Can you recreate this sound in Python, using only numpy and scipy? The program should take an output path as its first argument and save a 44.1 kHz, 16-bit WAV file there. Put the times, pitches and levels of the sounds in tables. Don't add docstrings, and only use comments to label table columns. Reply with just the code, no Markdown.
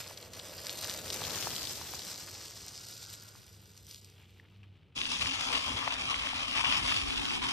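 import sys
import numpy as np
from scipy import signal
from scipy.fft import rfft, irfft, next_fast_len
from scipy.io import wavfile
from scipy.ndimage import uniform_filter1d, map_coordinates

SR = 44100
rng = np.random.default_rng(int(sys.argv[2]) if len(sys.argv) > 2 else 0)


def generate_wav(signal):
    frames = np.transpose(np.atleast_2d(signal))
    scaled = np.clip(frames, -1, 1) * 32767
    pcm = np.round(scaled).astype(np.int16)
    wavfile.write(sys.argv[1], SR, pcm)


N = 331632
RIDE_START_S = 4.957
PRESS_S, EASE_S = 0.009, 0.019
OPPOSITE = np.array([[1], [-1]])

# (time [s], level [dB])
ENGINE_LEVEL = [(0, -62.5), (2.2, -69), (3.0, -67), (3.7, -63.5), (4.3, -60), (4.7, -54.5), (4.85, -68)]
# (time [s], level [dB], pitch [Hz])
ENGINE_UPPER_NOTE = [(2.6, -76, 120), (2.85, -61, 113), (3.25, -59, 105), (3.45, -68, 101), (4.9, -81, 98)]

# (time [s], distance [m], extra grit [dB])
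PASS_PATH = [(0, 6.5, 1.5), (.3, 5.1, 0), (.75, 3.73, 4.5), (1.3, 1.53, -1), (1.7, 3.03, 4), (2.3, 4.95, 3),
             (3.0, 8.36, 6), (3.55, 13.3, 4), (4.0, 16.2, 7), (4.9, 18.5, -23.5)]
# (time [s], width [dB], left over right [dB])
PASS_STEREO = [(0, -12, -1.5), (.6, -19, -2), (1.0, -10, 0.5), (1.4, 4.5, 3.5), (1.8, -0.5, 0.5),
               (2.3, -7, 0), (3.0, -41, -1.5), (4.9, -31, -1.5)]
# (start [s], length [s], grit change [dB], soil change [dB])
TYRE_BITES = [(0.002, 0.012, 11.5, 14.5), (.03, 0.1, 4, 5), (.29, 0.025, -7, -5), (.775, .17, 2, 2),
              (.828, 0.014, 3.5, 5.5), (.885, 0.04, 2, 2), (1.02, 0.062, -2, -4), (1.12, 0.024, 2.5, 0),
              (1.232, 0.026, 1.5, 1), (1.335, .025, 1, 3.5), (1.55, 0.02, 1, -1.5), (1.635, 0.04, 1, -1),
              (2.06, 0.027, 1, 1.5), (2.87, 0.167, 2, -3), (3.128, .014, 4.5, 7), (3.21, 0.077, 1.5, 2),
              (3.885, 0.1, 6.5, -2), (4.16, 0.1, -2, 5), (4.43, 0.028, -3, 8), (4.635, 0.013, 2, 11.5)]
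# (time [s], pitch [Hz], level [dB])
TREAD_HUM = [(0, 542.5, -59), (.6, 563, -59), (1.1, 555.6, -56), (1.5, 398, -63), (2.2, 393, -72),
             (3.2, 399, -75), (4.1, 390, -71), (4.9, 377.5, -76)]
# (time [s], level [dB])
WHINE_LEVEL = [(2.7, -88), (2.8, -68.5), (3.25, -68.5), (3.5, -80), (4.2, -89), (4.5, -105)]
SIZZLE_LEVEL = [(1.2, -110), (1.8, -63), (2.2, -56.5), (2.6, -57.5), (3.02, -58.5), (3.12, -65),
                (3.9, -115)]
FAR_CRUNCH_LEVEL = [(3.8, -84), (4.18, -68.5), (4.45, -73), (4.7, -75), (4.92, -80)]

# (time [s], buffeting [dB], roar [dB])
AIR_LEVELS = [(5.0, -56, -91), (5.9, -55, -70), (6.1, -53, -64), (6.5, -54, -55), (6.8, -46, -47.5),
              (7.2, -51.5, -42.5), (7.52, -53, -45.5)]
# (start [s], length [s], wind change [dB], boom change [dB])
RIDE_JOLTS = [(5.205, 0.059, 11.5, -3), (5.555, 0.018, 3, 7), (5.68, 0.06, 10, 1), (5.98, 0.065, 0, 6),
              (6.51, .015, -3, 5), (6.7, 0.088, 0, 5.5), (7.335, 0.024, 0, 1.5), (7.435, 0.026, 3, 6)]
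# (time [s], level [dB], pitch [Hz])
EDDIES = [(4.99, -46, 75), (5.572, -39, 80), (5.755, -38, 72), (6.76, -40, 70), (6.875, -42, 50),
          (6.905, -42, 65), (7.04, -36.5, 62), (7.088, -38, 50), (7.19, -41.5, 46)]
# (time [s], centre [Hz], depth [0-1])
HOLLOW_SWEEP = [(5.0, 330, 0.35), (5.8, 324, 0.13), (6.2, 356, 0.5), (6.6, 454, 0.76), (7.0, 510, 0.8),
                (7.5, 540, 1)]
# (time [s], relative grit level [dB], relative gravel level [dB])
RIDE_CRUNCH = [(4.97, -42.5, -42.5), (5.3, -43, -41), (5.5, -40.5, -37.5), (5.68, -43.5, -41),
               (5.97, -45.5, -38.5), (6.35, -45, -39), (6.85, -41.5, -36.5), (7.15, -43, -37.5),
               (7.52, -43, -38)]
# (start [s], length [s], grit change [dB], gravel change [dB])
TYRE_DIGS = [(5.12, 0.016, 4, 3.5), (5.212, 0.018, 5, 5), (5.25, 0.02, 5, 2), (5.528, 0.047, 2, 3.5),
             (5.905, 0.01, -0.5, 2), (5.96, 0.011, -4.5, -3), (6.1, 0.107, 1.5, 1), (6.39, 0.039, 0, 1.5),
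             (6.48, 0.023, 2.5, 1.5), (6.562, 0.046, 4, 3.5), (6.62, .008, -4, -6), (6.648, 0.11, 3, 5),
             (6.8, 0.01, -1, 0.5), (6.85, 0.12, 2.5, 2.5), (7.385, 0.021, -6.5, -2)]
# (time [s], boost of the low tones [dB])
DRUM_BOOST = [(5.0, -3), (5.35, -2.5), (5.7, 2.5), (6.7, -0.5), (7.1, 0.5), (7.52, 3)]
# (start [s], length [s], boost [dB], pitch [Hz])
RASP_FLARES = [(5.022, .022, 12.5, 3650), (5.11, 0.0503, 12, 3490), (5.25, .27, 5, 3355),
               (5.62, 0.17, 5, 3243), (6.09, .12, 6.5, 3850), (6.38, 0.052, 9, 3900),
               (6.71, 0.0288, 11, 3275), (6.86, 0.15, 13, 3495), (7.14, .14, 5, 3740)]
# (time [s], left over right [dB])
STEERING = [(5.0, 0), (5.35, 3), (6.16, -3.5), (6.65, 2), (6.9, -2), (7.52, -3.5)]

# (time [s], relative level [dB], pitch [Hz])
STONE_SNAPS = [(.0422, -29, 4000), (.0774, -28, 5400), (.174, -29, 4500), (.1764, -28, 4900),
               (.2274, -32, 4900), (.335, -28.5, 6000), (.3936, -28, 5000), (.3973, -25.5, 4300),
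               (.6683, -18, 5300), (.695, -19, 4300), (.7013, -27, 5000), (.7043, -27, 5000),
               (.7782, -27.5, 5800), (.8445, -17, 5100), (.897, -18, 4700), (.9125, -24, 4300),
               (.9877, -28, 4300), (1.0801, -25, 4600), (1.1027, -16, 4400), (1.1073, -24, 4100),
               (1.1310, -18, 5200), (1.1431, -23, 5100), (1.2147, -24, 5000), (1.2326, -25, 4300),
               (1.2389, -21, 4200), (1.2497, -21.5, 3700), (1.2525, -23, 4500), (1.3068, -23, 4200),
               (1.3394, -25, 5100), (1.3485, -23, 3800), (1.3866, -20.5, 4900), (1.4257, -20.5, 4000),
               (1.4295, -23, 6500), (1.505, -27, 3900), (1.5145, -26, 3900), (1.5514, -24, 5000),
               (1.5632, -20, 4300), (1.5644, -23, 4000), (1.581, -22.5, 4000), (1.6402, -26, 4700),
               (1.6527, -21, 4400), (1.6725, -21.5, 4400), (1.9929, -22, 4900), (2.0197, -26, 4400),
               (2.0687, -27, 4900), (2.777, -29, 5600), (2.886, -30, 5400), (3.051, -31, 5200),
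               (3.1408, -31.5, 5000), (3.7765, -34, 5900), (3.8676, -35.5, 6200), (3.9102, -33.5, 4900),
               (3.9122, -31.5, 5400), (3.9457, -29, 5200), (4.0452, -38, 5800), (4.0468, -38, 5800),
               (4.0999, -41, 5900), (4.9782, -22.5, 3300), (5.0153, -14.5, 3500), (5.0355, -23.5, 3640),
               (5.0548, -17, 3200), (5.1297, -23, 3500), (5.2135, -22, 2760), (5.2202, -19, 2900),
               (5.259, -19.5, 2600), (5.3159, -23, 3200), (5.4101, -26, 2900), (5.532, -22, 2800),
               (5.549, -21, 2500), (5.575, -20, 3000), (5.6206, -26, 3100), (5.708, -25, 3000),
               (5.876, -21, 2400), (5.9334, -26, 3700), (6.143, -17.5, 2600), (6.2716, -23, 2200),
               (6.5824, -22, 2600), (6.6557, -18, 2100), (6.7247, -14, 3100), (6.7472, -18, 2950),
               (6.846, -23, 3760), (6.9223, -18, 2600), (7.1058, -25, 3100), (7.2541, -17, 3300),
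               (7.3075, -22.5, 2500), (7.3527, -20.5, 3400), (7.42, -25.5, 2600)]
# (time [s], relative level [dB], pitch [Hz], ring time [cycles])
BUMP_KNOCKS = [(.11, -38, 974, .45), (.887, -34, 1090, .45), (1.2184, -27, 1100, .45),
               (1.374, -33, 1600, .5), (1.4708, -22.5, 980, .5), (1.814, -33, 1250, .5),
               (1.9367, -29, 1050, .45), (3.353, -43, 1300, .5), (4.2335, -52, 2300, 1.4),
               (4.3978, -42, 1950, 1.4), (4.6317, -45.5, 2700, 1.5), (4.6378, -50, 2700, 1.2),
               (5.539, -29, 1950, .8), (5.828, -24, 1400, .55), (5.871, -29, 783, .6),
               (5.8772, -16.5, 1150, .6), (6.332, -29, 950, .8), (6.64, -24, 1140, .7),
               (6.678, -26, 1010, .9)]
# (frequency [Hz], likeness [0-1], left over right [dB], left lead [rad])
PASS_AT_PORTS = [(500, 0.83, -2, -0.1), (1200, 0.99, 0.5, 0), (2240, 0.91, 0.5, 0), (3030, 0.7, 4.5, 0.53),
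                 (5400, 0.3, 0, -0.5), (7040, 0.19, 2, 2.2), (8000, 0.36, 0.5, -1), (9800, 1, -3, -1.5),
                 (10400, 1, -4, -2.5), (11470, 0.48, 2, -5), (13500, 0.81, -2.5, -7), (14000, 0.31, 4, -9)]
RIDE_AT_PORTS = [(170, 0.88, -6, 0.5), (450, 0.62, 3.5, 2.95), (695, 0.4, 9.5, 2), (1130, 0.2, 15, 2.3),
                 (1780, 0.17, 8.5, 2), (2170, 0.58, 5.5, 2.87), (2820, 0.99, 5, 2.98), (3390, 0.68, 1, 2.5),
                 (3740, 0.46, 2, 2.45), (4740, 0.85, -1, 2.54), (5400, 0.72, -1.5, 5.8),
                 (7050, 0.64, 0, 6.7), (8800, 0.35, 1, 9.4), (11400, 0.89, 0.5, 8.63)]

# (frequency [Hz], relative level [dB])
RUMBLE_TONE = [(20, -32), (40, -27), (60, -4), (90, -0.5), (120, -2.5), (180, -6), (260, -17), (600, -58)]
WIND_TONE = [(15, -24), (30, -27), (50, 0), (90, 0.5), (140, -5.5), (200, -13), (350, -16), (900, -30)]
FRAME_TONE = [(130, -8), (210, -8), (270, 4), (320, -7), (420, -13), (800, -31)]
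CASING_TONE = [(100, -14), (200, -5), (300, 2), (420, 0.5), (580, 0), (780, -5), (1200, -15.5), (3000, -49)]
SOIL_TONE = [(400, -13), (800, -2), (1300, -1.5), (2200, -3), (3000, -2.5), (4500, -32), (8000, -36)]
GRIT_TONE = [(1500, -20), (2500, -11.5), (3500, -3.5), (5000, 0), (6500, -3.5), (8200, -5.5), (10000, -10),
             (12500, -8), (14000, -4), (15000, -44)]
SIZZLE_TONE = [(2500, -33), (4000, -6), (5100, 1.5), (6400, -2), (8000, -7.5), (11000, -36)]
GRAVEL_TONE = [(150, -46), (300, -21), (450, -8), (700, -8.5), (1100, -1), (1550, -9.5), (1900, -7.5),
               (2750, 3.5), (3300, -1), (3700, -9), (4100, -13.5), (4600, -11.5), (5500, -17), (7000, -26),
               (11000, -30.5), (12500, -28), (14500, -46)]
ROAR_TONE = [(40, -20), (100, -5), (260, 6), (450, 0), (800, -26)]
FAR_CRUNCH_TONE = [(1200, -46), (2300, 1.5), (3300, 6), (4300, 1), (6000, -13), (9000, -28)]


def amp(db):
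    return 10 ** (np.asarray(db) / 20)


def unit(x):
    return x / np.sqrt(np.mean(np.atleast_2d(x).mean(0) ** 2) + 1e-20)


def along(table, hz):
    known_hz, *columns = np.transpose(table)
    return [np.interp(np.log(hz + 1), np.log(known_hz + 1), column) for column in columns]


def curves(table):
    times, *columns = np.transpose(table)
    return [np.interp(np.arange(N) / SR, times, column) for column in columns]


def swells(table, rise_s, fall_s):
    t, table = np.arange(N) / SR, np.array(table)
    ramps = [np.minimum((t - start) / rise_s, (start + length - t) / fall_s)
             for start, length in table[:, :2]]
    return table[:, 2:].T @ np.clip(np.array(ramps) + 1, 0, 1)


def wobble(rate):
    return map_coordinates(rng.standard_normal(int(N * rate / SR) + 4), [np.arange(N) * rate / SR])


def filtered(x, response):
    size = next_fast_len(N + SR // 2)
    return irfft(rfft(x, size) * response(np.fft.rfftfreq(size, 1 / SR)), size)[..., :N]


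def muffled(x, above_hz, steepness):
    return filtered(x, lambda hz: 1 / (1 + (hz / above_hz) ** steepness))


def coloured(x, tone):
    return unit(filtered(x, lambda hz: amp(along(tone, hz)[0])))


def rush(tone, width):
    mid, side = rng.standard_normal((2, N))
    return coloured(mid + width * side * OPPOSITE, tone)


def fuzzy_note(pitch_hz, width_hz):
    phase = 2 * np.pi * np.cumsum(pitch_hz * np.ones(N)) / SR
    return unit(wobble(width_hz) * np.sin(phase) + wobble(width_hz) * np.cos(phase))


def panned(db):
    return amp(OPPOSITE * db / 2)


def at_ports(common, apart, ports):
    def response(hz, weight):
        likeness, tilt_db, lead = along(ports, hz)
        share = np.sqrt((1 + weight * np.clip(likeness, 0, 1)) / 2)
        gain = panned(tilt_db)
        return share * gain / np.linalg.norm(gain, axis=0) * np.exp(1j * OPPOSITE * lead / 2)
    shared = filtered(common, lambda hz: response(hz, 0.35))
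    return shared + OPPOSITE * filtered(apart, lambda hz: response(hz, -1))


def patchy(x, depth_db):
    bands = signal.stft(x, nperseg=512)[2]
    patches = uniform_filter1d(rng.standard_normal(bands.shape[1:]), size=3, axis=0)
    patches = uniform_filter1d(patches, size=14, axis=1)
    gain = amp(depth_db * unit(patches.ravel()).reshape(patches.shape))
    return signal.istft(bands * gain, nperseg=512)[1][:, :N]


def hollowed(x):
    hz, t, bands = signal.stft(x.mean(0), SR, nperseg=2048)
    times, centre_hz, depth = np.transpose(HOLLOW_SWEEP)
    octaves = np.log2((hz[:, None] + 1) / np.interp(t, times, centre_hz))
    waver = .14 * np.interp(t * SR, np.arange(N), wobble(12))
    dip = np.clip(np.interp(t, times, depth) + waver, 0, 1) * np.exp(-(octaves / 0.33) ** 2)
    return x - signal.istft(bands * dip, SR, nperseg=2048)[1][:N]


def distance_db(loss_db_per_m):
    metres = np.maximum(curves(PASS_PATH)[0], .5)
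    return -20 * np.log10(metres) - loss_db_per_m * metres


def far_engine():
    pitch_hz = 96.5 + 1.596 * wobble(5)
    phase = 2 * np.pi * np.cumsum(pitch_hz) / SR
    drone = unit(np.sin(phase) + amp(-16.5) * np.sin(2 * phase))
    drone *= amp(curves(ENGINE_LEVEL)[0] + 1.9 * wobble(7.24))
    upper_db, upper_hz = curves(ENGINE_UPPER_NOTE)
    upper = unit(np.sin(2 * np.pi * np.cumsum(upper_hz) / SR))
    return drone + upper * amp(upper_db + 1.5 * wobble(8))


def rumble():
    steady, thrum = amp(-63), amp(-46.5 + distance_db(0.2))
    return np.hypot(steady, thrum) * rush(RUMBLE_TONE, width=0.23)


def low_thump(start_s=3.36, level_db=-59, decay_s=0.022):
    age = np.maximum(np.arange(N) / SR - start_s, 0) / decay_s
    return amp(level_db) * age * np.exp(1 - age) * rush(WIND_TONE, width=0) * OPPOSITE


def eddy_thumps(fade_cycles=0.7):
    out = np.zeros(N)
    for time_s, db, hz in EDDIES:
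        cycles = hz * (np.arange(N) / SR - time_s)
        out += amp(db) * np.sin(2 * np.pi * cycles) * np.exp(-(cycles / fade_cycles) ** 2)
    return out


def frame_and_wind():
    wind_db, roar_db = curves(AIR_LEVELS)
    gust_db, jolt_db = swells(RIDE_JOLTS, rise_s=0.029, fall_s=0.047)
    boom = amp(-52 + jolt_db + 2.5 * wobble(14)) * rush(FRAME_TONE, width=0.039)
    wind = amp(wind_db + gust_db) * unit(amp(2.1 * wobble(20)) * rush(WIND_TONE, width=0.013))
    roar = amp(roar_db) * coloured(rng.standard_normal(N), ROAR_TONE)
    return boom + wind + roar * OPPOSITE


def tread_hum():
    pitch_hz, hum_db = curves(TREAD_HUM)
    hum = amp(hum_db) * fuzzy_note(pitch_hz, width_hz=220)
    mid, side = [fuzzy_note(1450, width_hz=230) for _ in range(2)]
    whine = mid + amp(3.5) * side * OPPOSITE
    return hum + amp(curves(WHINE_LEVEL)[0] + 2 * wobble(14)) * whine


def contact(hz, cycles, scrape, scrape_s):
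    t = np.arange(SR // 20) / SR
    age = hz * t / cycles
    sink = min(.8, .3 / cycles ** 2)
    phase = 2 * np.pi * cycles * ((1 - .4 * sink) * age + sink * (1 - np.exp(-age)))
    ring = np.sin(phase) * age * np.exp(1 - age)
    band = signal.butter(2, [hz / 2.4, min(1.7 * hz, SR / 3)], "band", fs=SR)
    chatter = unit(signal.lfilter(*band, rng.standard_normal(len(t)))) * np.exp(-t / scrape_s)
    bass_cut = signal.butter(2, hz / 3.2, "high", fs=SR)
    hit = signal.lfilter(*bass_cut, ring + scrape * chatter)
    return hit / np.abs(hit).max()


def strikes(table, scrape, scrape_s):
    out = np.zeros(N + SR)
    for time_s, db, hz, cycles in table:
        hit = contact(hz, cycles, scrape, scrape_s)
        out[round(time_s * SR):][:len(hit)] += amp(db) * hit
    return out[:N]


def stones_and_bumps():
    stones = [(*row, rng.uniform(.66, .86)) for row in STONE_SNAPS]
    snaps = strikes(stones, scrape=.25, scrape_s=.002)
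    knocks = strikes(BUMP_KNOCKS, scrape=.22, scrape_s=.004)
    passing = at_ports(amp(2.3) * snaps + amp(2.5) * knocks, np.zeros(N), PASS_AT_PORTS)
    close = amp(5.5) * snaps + amp(3) * knocks
    direct = amp(-14.5) * close
    riding = at_ports(close, np.zeros(N), RIDE_AT_PORTS) + direct
    return passing, muffled(riding, above_hz=6500, steepness=4)


def crunch(per_second, spread_db, hiss_db, clumps):
    when, pitch, luck, phase = rng.random((int(per_second * N / SR), 4)).T
    hz = 700 * 20 ** pitch
    cycles = hz[:, None] * np.arange(128) / SR
    size = hz * amp(spread_db * np.minimum(-np.log(1 - luck), 4.3))
    grains = size[:, None] * np.exp(-1.5 * cycles) * np.sin(2 * np.pi * (cycles + phase[:, None]))
    index = (when * N).astype(int)[:, None] + np.arange(cycles.shape[1])
    clicks = np.bincount(index.ravel(), grains.ravel(), N)[:N]
    return clumps * (unit(clicks) + amp(hiss_db) * rng.standard_normal(N))


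def passing_tyres():
    bite_db, scuff_db = swells(TYRE_BITES, PRESS_S, EASE_S)
    grit_db = -37 + distance_db(0.5) + curves(PASS_PATH)[1] + bite_db
    soil_db = -41 + distance_db(0.55) + scuff_db
    width_db, pan_db = curves(PASS_STEREO)
    clumps = amp(1.2 * wobble(35) + 1.2 * wobble(220))
    fine = [crunch(per_second=2800, spread_db=3.6, hiss_db=-.5, clumps=clumps) for _ in range(2)]
    coarse = [crunch(per_second=1200, spread_db=3.5, hiss_db=1.5, clumps=clumps) for _ in range(2)]
    grit = patchy(at_ports(fine[0], amp(width_db) * fine[1], PASS_AT_PORTS), depth_db=1.86)
    grit = amp(grit_db) * panned(pan_db) * coloured(grit, GRIT_TONE)
    soil = amp(soil_db) * coloured(at_ports(*coarse, PASS_AT_PORTS), SOIL_TONE)
    far_crunch = amp(curves(FAR_CRUNCH_LEVEL)[0]) * coloured(coarse[0], FAR_CRUNCH_TONE)
    sizzle = amp(curves(SIZZLE_LEVEL)[0]) * coloured(fine[0], SIZZLE_TONE)
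    casings = amp(-43 + distance_db(0.5)) * rush(CASING_TONE, width=0.22)
    return grit + sizzle + soil + far_crunch + casings


def centre_ring(resting_db=-56.5):
    flare_db = swells(RASP_FLARES, PRESS_S, EASE_S)[0]
    held_pitches = [(t, hz) for start, length, _, hz in RASP_FLARES for t in (start, start + length)]
    return amp(resting_db + flare_db) * fuzzy_note(curves(held_pitches)[0], width_hz=600)


def close_tyres():
    grit_db, gravel_db = curves(RIDE_CRUNCH) + swells(TYRE_DIGS, PRESS_S, EASE_S)
    clumps = amp(1.25 * wobble(45) + 1.4 * wobble(260))
    pair = [crunch(per_second=2600, spread_db=3.5, hiss_db=1, clumps=clumps) for _ in range(2)]
    crackle = coloured(patchy(at_ports(*pair, RIDE_AT_PORTS), depth_db=2.0), GRAVEL_TONE)
    coarse = muffled(crackle, above_hz=4100, steepness=8)
    drumming = (amp(curves(DRUM_BOOST)[0]) - 1) * muffled(coarse, above_hz=1700, steepness=8)
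    gravel = amp(gravel_db - 3.5) * unit(coarse + drumming) * panned(curves(STEERING)[0])
    grit = amp(grit_db - 2.5) * unit(crackle - coarse)
    return gravel + grit + clumps * centre_ring()


def scene():
    passing_hits, riding_hits = stones_and_bumps()
    standing = passing_tyres() + tread_hum() + passing_hits + far_engine() + rumble() + low_thump()
    riding = hollowed(close_tyres() + riding_hits + frame_and_wind() + eddy_thumps())
    riding -= filtered(riding.mean(0), lambda hz: hz > 11200)
    fade = np.clip((np.arange(N) / SR - RIDE_START_S) / 0.019 + 0.5, 0, 1)
    return (1 - fade) * standing + fade ** 2 * riding


def record(dry):
    return filtered(dry, lambda hz: hz < 15800)


dry = scene()
out = record(dry)
generate_wav(out)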